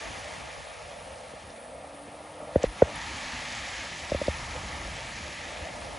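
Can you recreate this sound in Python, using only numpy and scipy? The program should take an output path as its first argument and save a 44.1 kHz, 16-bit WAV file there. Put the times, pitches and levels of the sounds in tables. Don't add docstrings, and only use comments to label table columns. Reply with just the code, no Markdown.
import sys
import numpy as np
from scipy import signal
from scipy.io import wavfile
from scipy.ndimage import uniform_filter1d

SR = 44100
rng = np.random.default_rng(int(sys.argv[2]) if len(sys.argv) > 2 else 0)


def gain_from_db(level_db):
    decades = np.asarray(level_db, float) / 20
    return 10 ** decades


def dump(signal):
    limited = np.clip(np.atleast_2d(signal).T, -1, 1)
    pcm = np.round(limited * 32767).astype(np.int16)
    wavfile.write(sys.argv[1], SR, pcm)


N = 263718


def rms_one(x):
    return x / np.sqrt(np.mean(x ** 2) + 1e-20)


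def in_time(rows):
    s, *columns = np.transpose(rows)
    return [np.interp(np.arange(N) / SR, s, c) for c in columns]


def at_hz(points, hz):
    points_hz, points_db = np.transpose(points)
    return np.interp(np.log(hz), np.log(points_hz), points_db, left=-90, right=-90)


def drift(rate):
    r = np.exp(-80 * np.pi * rate / SR)
    white = rng.standard_normal(N // 40 + 2002)
    slow = rms_one(signal.lfilter([1], [1, -2 * r, r * r], white)[2000:])
    return np.interp(np.arange(N) / 40, np.arange(len(slow)), slow)


def flicker(rate, above):
    return uniform_filter1d((drift(rate) > above) * 1.0, 256)


def swell(times, rises_db, spreads):
    t = np.arange(N) / SR
    total = 0
    for s, db, spread in zip(times, rises_db, spreads):
        total = total + db * np.exp(-0.5 * ((t - s) / max(spread, 0.004)) ** 2)
    return total


def butter(x, hz, kind, order=2):
    return signal.sosfilt(signal.butter(order, hz, kind, fs=SR, output="sos"), x)


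def steep(x, hz, kind, order):
    return signal.sosfilt(signal.cheby2(order, 60, hz, kind, fs=SR, output="sos"), x)


def resonance(x, hz, width_hz):
    r = np.exp(-np.pi * width_hz / SR)
    return signal.lfilter([1, 0, -1], [1, -2 * r * np.cos(2 * np.pi * hz / SR), r * r], x)


def valleys(x):
    # pitch_hz, width_hz, depth (0-1)
    cancellations = [(384, 87, 0.45), (1000, 88, 0.36), (1506, 140, 0.63)]
    for hz, width_hz, depth in cancellations:
        gain_one = (1 - np.exp(-2 * np.pi * width_hz / SR)) / 2
        x = x - np.clip(depth, 0, 1) * gain_one * resonance(x, hz, width_hz)
    return x


def mono_edge():
    # start_s, edge_hz
    filter_edge = [(0, 210), (.48, 185), (.56, 105), (.8, 120), (.92, 284), (1.6, 560), (2.5, 830),
                   (3.1, 910), (3.8, 970), (4.1, 800), (5.0, 520), (5.4, 426), (5.98, 157)]
    return in_time(filter_edge)[0]


def rush(spectrum, level_db, lumps_db, lump_rate, patch_db, count):
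    # pitch_hz, side_minus_mid_db
    port_difference = [(60, 7), (340, -2.5), (450, -9), (1000, -11), (1450, 1.5), (2100, -24.5),
                       (3000, -12), (4800, -17)]
    edge_hz = mono_edge()
    width_db = 2.1 - 4 * edge_hz / 1e3
    edges = np.geomspace(spectrum[0][0], spectrum[-1][0], count + 1)
    white, together = rng.standard_normal((2, 2, N)), drift(lump_rate)
    mid, side, power = 0, 0, 0
    for k, (low, high) in enumerate(zip(edges, edges[1:])):
        hz = np.sqrt(low * high)
        band = butter(white[k % 2], [low, high], "band")
        gain = gain_from_db(at_hz(spectrum, hz) + lumps_db * together + patch_db * drift(7.0))
        opened = gain_from_db(at_hz(port_difference, hz) + width_db) / (1 + (edge_hz / hz) ** 12)
        if hz > 2000:
            opened = opened * flicker(9.0, 1.0)
        power = power + np.mean((gain * band[0]) ** 2)
        mid = mid + gain * band[0] / np.sqrt(1 + 0.081 * opened ** 2)
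        side = side + gain * butter(band[1], [low / 1.1, high * 1.1], "band") * opened
    return gain_from_db(level_db) * np.array([mid, side]) / np.sqrt(power)


def breeze():
    # start_s, level_db
    strength = [(0.04, -54), (0.3, -53), (0.75, -60), (1.3, -61.5), (2.0, -60), (2.45, -56), (2.78, -58),
                (2.95, -49.5), (3.25, -53), (3.55, -50.5), (4.0, -50.5), (4.4, -45), (4.7, -44.5),
                (5.0, -46.5), (5.3, -47.5), (5.6, -48.5), (5.98, -47)]
    # centre_s, port_rise_db, hollow_rise_db, spread_s
    gusts = [(0.1, 7, -2, 0.041), (0.41, 5.5, -0.5, 0.043), (0.52, 1, 4, 0.03), (0.6, 8, -3, 0.029),
             (0.87, 5.5, 1, 0.089), (0.99, 0, 0, 0.024), (1.1, 7, 1, 0.083), (1.25, 1, 3, 0.02),
             (1.29, 6, -5, 0.015), (1.46, 10, -2, 0.04), (1.55, 0, 3, 0.027), (1.76, 5.5, 1, 0.049),
             (2.685, 8, -8, 0.032), (2.88, 10, 11, 0.048), (3.11, 10, -2, 0.059), (3.37, 7, -1, 0.034),
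             (4.07, -6, 1, 0.017), (4.531, 6, 0, 0.026), (4.565, 1, 11, 0.0062), (4.82, 1, -0.5, 0.04),
             (4.91, 4.5, -1.5, 0.035), (5.39, 1, 0, 0.027), (5.63, 12, -2, 0.016), (5.665, -7, 5.5, 0.02)]
    s, port_db, cross_db, spread = np.transpose(gusts)
    return in_time(strength)[0], swell(s, port_db, spread), swell(s, cross_db, spread)


def surf():
    # start_s, foam_level_db, breaker_weight_db
    waves = [(0.0, -43, -0.5), (0.18, -45.5, 0.5), (0.6, -48.5, -0.5), (1.2, -52.5, -0.5), (1.75, -56.5, 1),
             (2.45, -55.5, 2.5), (2.72, -50, 0.5), (2.9, -45.5, 1.5), (3.04, -42, 1), (3.2, -41, 0),
             (3.8, -40.5, -3), (3.9, -42, -3.5), (4.28, -42.5, 0.5), (4.5, -43, 2.5), (5.0, -43.5, -1.5),
             (5.35, -43.5, -2), (5.98, -47.5, 1)]
    # centre_s, rise_db, spread_s
    slaps = [
        (2.56, 2, 0.028),
        (2.627, 10.5, 0.0074),
        (2.65, 9, 0.01),
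        (2.81, 2.5, 0.021),
        (2.96, 2, 0.02),
        (3.55, 0.5, 0.07),
    ]
    foam_db, weight_db = in_time(waves)
    return foam_db, weight_db, swell(*np.transpose(slaps)), foam_db + 48


def moan():
    # start_s, pitch_hz, level_db
    tone = [
        (1.42, 212, -60),
        (1.62, 232, -63),
        (1.83, 284, -58),
        (2.06, 284, -54),
        (2.29, 305, -57.5),
        (2.75, 302, -57.5),
        (3.15, 267, -56.5),
        (3.4, 247, -52),
        (3.62, 225, -56),
    ]
    hz, db = in_time(tone)
    t = np.arange(N) / SR
    turns = np.cumsum(hz * (1 + 0.0072 * drift(4.6))) / SR
    on = (t > tone[0][0]) & (t < tone[-1][0])
    return np.sqrt(2) * on * gain_from_db(db + 2.0 * drift(14.0)) * np.sin(2 * np.pi * turns)


def rumble():
    # pitch_hz, level_db (per Hz)
    rumble_spectrum = [(22, -30), (35, -23), (50, -1.5), (70, 1), (100, -6), (150, -9)]
    wind_db, gust_db, _ = breeze()
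    return rush(rumble_spectrum, wind_db + gust_db, 0.33, 18.0, 0.99, count=6)


def buffeting():
    # pitch_hz, level_db (per Hz)
    buffet_spectrum = [(130, -6), (170, -3), (260, -5.5), (340, -2), (420, -14.5)]
    wind_db, gust_db, _ = breeze()
    lull_db = 8.0 / (1 + (mono_edge() / 150) ** 8)
    level_db = -52.5 + 0.56 * (wind_db - wind_db.mean()) + 0.33 * gust_db - lull_db
    return rush(buffet_spectrum, level_db, 0.78, 36.0, 1.57, count=4)


def hollow():
    # pitch_hz, level_db (per Hz)
    hollow_spectrum = [(400, -21), (450, -5.5), (520, -1), (600, 0.5), (700, -1), (800, -9), (900, -9)]
    # start_s, level_db
    facing = [(0.0, -42), (0.2, -45.5), (1.0, -46.5), (1.8, -45), (2.3, -46), (2.52, -40.5), (2.7, -45),
              (2.8, -49.5), (3.05, -50), (3.4, -48), (4.0, -49), (4.35, -51), (4.9, -45.5), (5.3, -51),
              (5.55, -43), (5.98, -43.5)]
    return rush(hollow_spectrum, in_time(facing)[0] + breeze()[2], 1.8, 46.0, 1.4, count=7)


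def shoves():
    # start_s, level_db, pitch_hz
    pushes = [
        (2.662, -31.5, 46),
        (4.05, -45, 62),
        (4.42, -43, 45),
        (3.24, -48, 45),
    ]
    out, t = np.zeros(N), np.arange(SR // 10) / SR
    fade = np.hanning(2 * len(t))[len(t):]
    for s, db, hz in pushes:
        push = t / 0.013 * np.exp(1 - t / 0.017) * np.sin(2 * np.pi * hz * t)
        out[round(s * SR):][:len(t)] += gain_from_db(db) * push * fade
    return out


def ticks():
    # start_s, level_db, pitch_hz
    tick_events = [(1.502, -54, 4770), (2.631, -38, 6740), (2.6305, -46, 9900), (2.6372, -35, 950),
                   (2.8205, -34, 955), (2.9567, -43, 9200), (3.55, -44, 7000), (4.098, -43, 5200),
                   (4.105, -43, 5160), (4.269, -41, 4140), (4.283, -49, 6000)]
    out, size = np.zeros(N), round(0.0028 * SR)
    for (s, db, hz), noise in zip(tick_events, rng.standard_normal((len(tick_events), size))):
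        burst = np.r_[rms_one(noise * np.hanning(size)), np.zeros(size)]
        burst = rms_one(butter(burst, [hz / 1.17, hz * 1.19], "band", order=3))
        out[round(s * SR):][:2 * size] += gain_from_db(db) * burst
    off_centre = np.abs(np.arange(N) / SR - tick_events[1][0]) < 0.02
    return np.array([out, 0.31 * out * off_centre])


def knocks():
    # start_s, shell_db, thud_db, low_ring_db, shell_pitch_hz
    blows = [
        (2.5561, -9.5, -13, -24, 532),
        (2.6368, -11.5, -20, -47, 498),
        (2.8192, -2, -12, -25, 483),
        (4.1165, -17.5, -23, -32.5, 563),
        (4.144, -20, -24, -29, 560),
        (4.2126, -20.5, -28, -38, 564),
        (4.279, -16, -21, -25.5, 560),
        (1.333, -38, -40, -53, 510),
        (2.078, -39, -39.5, -50, 500),
    ]
    thud_lag_s, ring_lag_s = 0.00198, 0.0028
    out, size = np.zeros((2, N)), SR // 8
    blow = np.zeros(size) + 1e-18
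    blow[0] = 1
    crack = 0
    for hz, share in ((1000, 0.79), (1480, 1.2), (1900, 1.1)):
        crack = crack + share * resonance(resonance(blow, hz, 170), hz, 170)
    thud = butter(butter(blow, 380, "low", order=4), 106, "high")
    pole = np.exp(-2 * np.pi * 96.5 / SR)
    allpass = [pole ** 2, -2 * pole, 1, 1, -2 * pole, pole ** 2]
    thud = signal.sosfilt([allpass] * 2, thud)
    ring = resonance(butter(blow, 105, "low", order=4), 71, 22)
    crack, thud, ring = (v / np.max(np.abs(v)) for v in (crack, thud, ring))
    for s, db, thud_db, ring_db, hz in blows:
        width_hz = max(296 + 5.5 * db, 150)
        crack_db = db - 21.0
        shell = butter(butter(blow, 1020, "low", order=4), 416, "high", order=6)
        for _ in range(3):
            shell = resonance(shell, hz, width_hz)
        shell = shell / np.max(np.abs(shell))
        shell_side = butter(shell, 890, "high", order=4)
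        start = round(s * SR)
        out[0, start:][:size] += gain_from_db(db) * shell + gain_from_db(crack_db) * crack
        out[1, start:][:size] += gain_from_db(db - 13.0) * shell_side + gain_from_db(crack_db - 0.5) * crack
        out[0, round((s + thud_lag_s) * SR):][:size] += gain_from_db(thud_db) * thud
        out[0, round((s + ring_lag_s) * SR):][:size] += gain_from_db(ring_db) * ring
    return out


def spray():
    # pitch_hz, level_db (per Hz)
    spray_spectrum = [(7700, -44), (8050, 1.5), (8800, -7), (9600, 1.5), (10400, -30), (11000, 15),
                      (11300, -8)]
    _, _, splash_db, swing = surf()
    return rush(spray_spectrum, -48.5 + 0.13 * swing + 0.1 * splash_db, 0.75, 6.4, 1.0, count=6)


def crackle():
    sizes = gain_from_db(4.0 * np.minimum(rng.exponential(1, N), 4)) * rng.choice([-1, 1], N)
    born = rng.random(N) < 400 * gain_from_db(3.0 * drift(12.0)) / SR
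    pops = rms_one(butter(sizes * born + 1e-18, [2100, 6500], "band"))
    return gain_from_db(surf()[0] - 11.0) * pops


def fizz():
    # pitch_hz, level_db (per Hz)
    fizz_spectrum = [(3900, 6), (4400, 0.5), (5500, 0.5), (6700, -0.5), (7600, -4), (8300, -10)]
    _, _, splash_db, swing = surf()
    return rush(fizz_spectrum, -53 + 1.056 * swing + 0.83 * splash_db, 0.51, 42.0, 0.64, count=4)


def breakers():
    # pitch_hz, level_db (per Hz)
    body_spectrum = [(700, -4), (850, 1), (950, 2), (1050, -3.5), (1250, 0), (1450, -8), (1600, -8)]
    _, weight_db, splash_db, swing = surf()
    return rush(body_spectrum, -47.5 + 0.67 * (swing + splash_db) + weight_db, 0.98, 26.0, 0.6, count=7)


def foam():
    # pitch_hz, level_db (per Hz)
    foam_spectrum = [(1480, -12), (1650, 4.5), (1800, 1), (2000, 0), (2250, 0.5), (2650, -3.5), (3500, -6),
                     (4300, -15)]
    foam_db, _, splash_db, _ = surf()
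    return rush(foam_spectrum, foam_db + splash_db + 2.0, 0.43, 22.0, 0.99, count=8)


def scene():
    wind = rumble() + buffeting() + hollow()
    sea = spray() + fizz() + breakers() + foam()
    mid, side = valleys(wind + sea) + knocks() + ticks()
    mid = mid + moan() + shoves() + crackle()
    return np.array([mid + side, mid - side])


def top_cut(x):
    return signal.sosfilt(signal.butter(12, 11620, fs=SR, output="sos"), x)


def record(dry):
    # side opens, mid closes (rim from, to), mid reopens (rim from, to), side closes [Hz]
    seam_hz = (7650, 8290, 8400, 8720, 8860, 9550)
    # dull_hz, full_hz
    top_edge_hz = (10980, 11170)
    dry = 1.4 * np.tanh(dry / 1.4)
    mid, side = (dry[0] + dry[1]) / 2, (dry[0] - dry[1]) / 2
    side = side + gain_from_db(0.5) * steep(mid, [seam_hz[0] - 250, seam_hz[5] + 250], "bandpass", order=8)
    mid = steep(mid, seam_hz[2:4], "bandstop", order=8)
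    rim_mark = (-48 - surf()[0]) / 7
    for low, high in (seam_hz[1:3], seam_hz[3:5]):
        without_rim = steep(mid, [low - 30, high + 30], "bandstop", order=4)
        mid = mid + flicker(9.0, rim_mark) * (without_rim - mid)
    dull, full = (steep(mid, hz, "low", order=16) for hz in top_edge_hz)
    mid = dull + flicker(12.0, 0.47 * rim_mark - 0.33) * (full - dull)
    side = steep(side, top_edge_hz[1], "low", order=16)
    return top_cut(np.array([mid + side, mid - side]))


dry = scene()
out = record(dry)
dump(out)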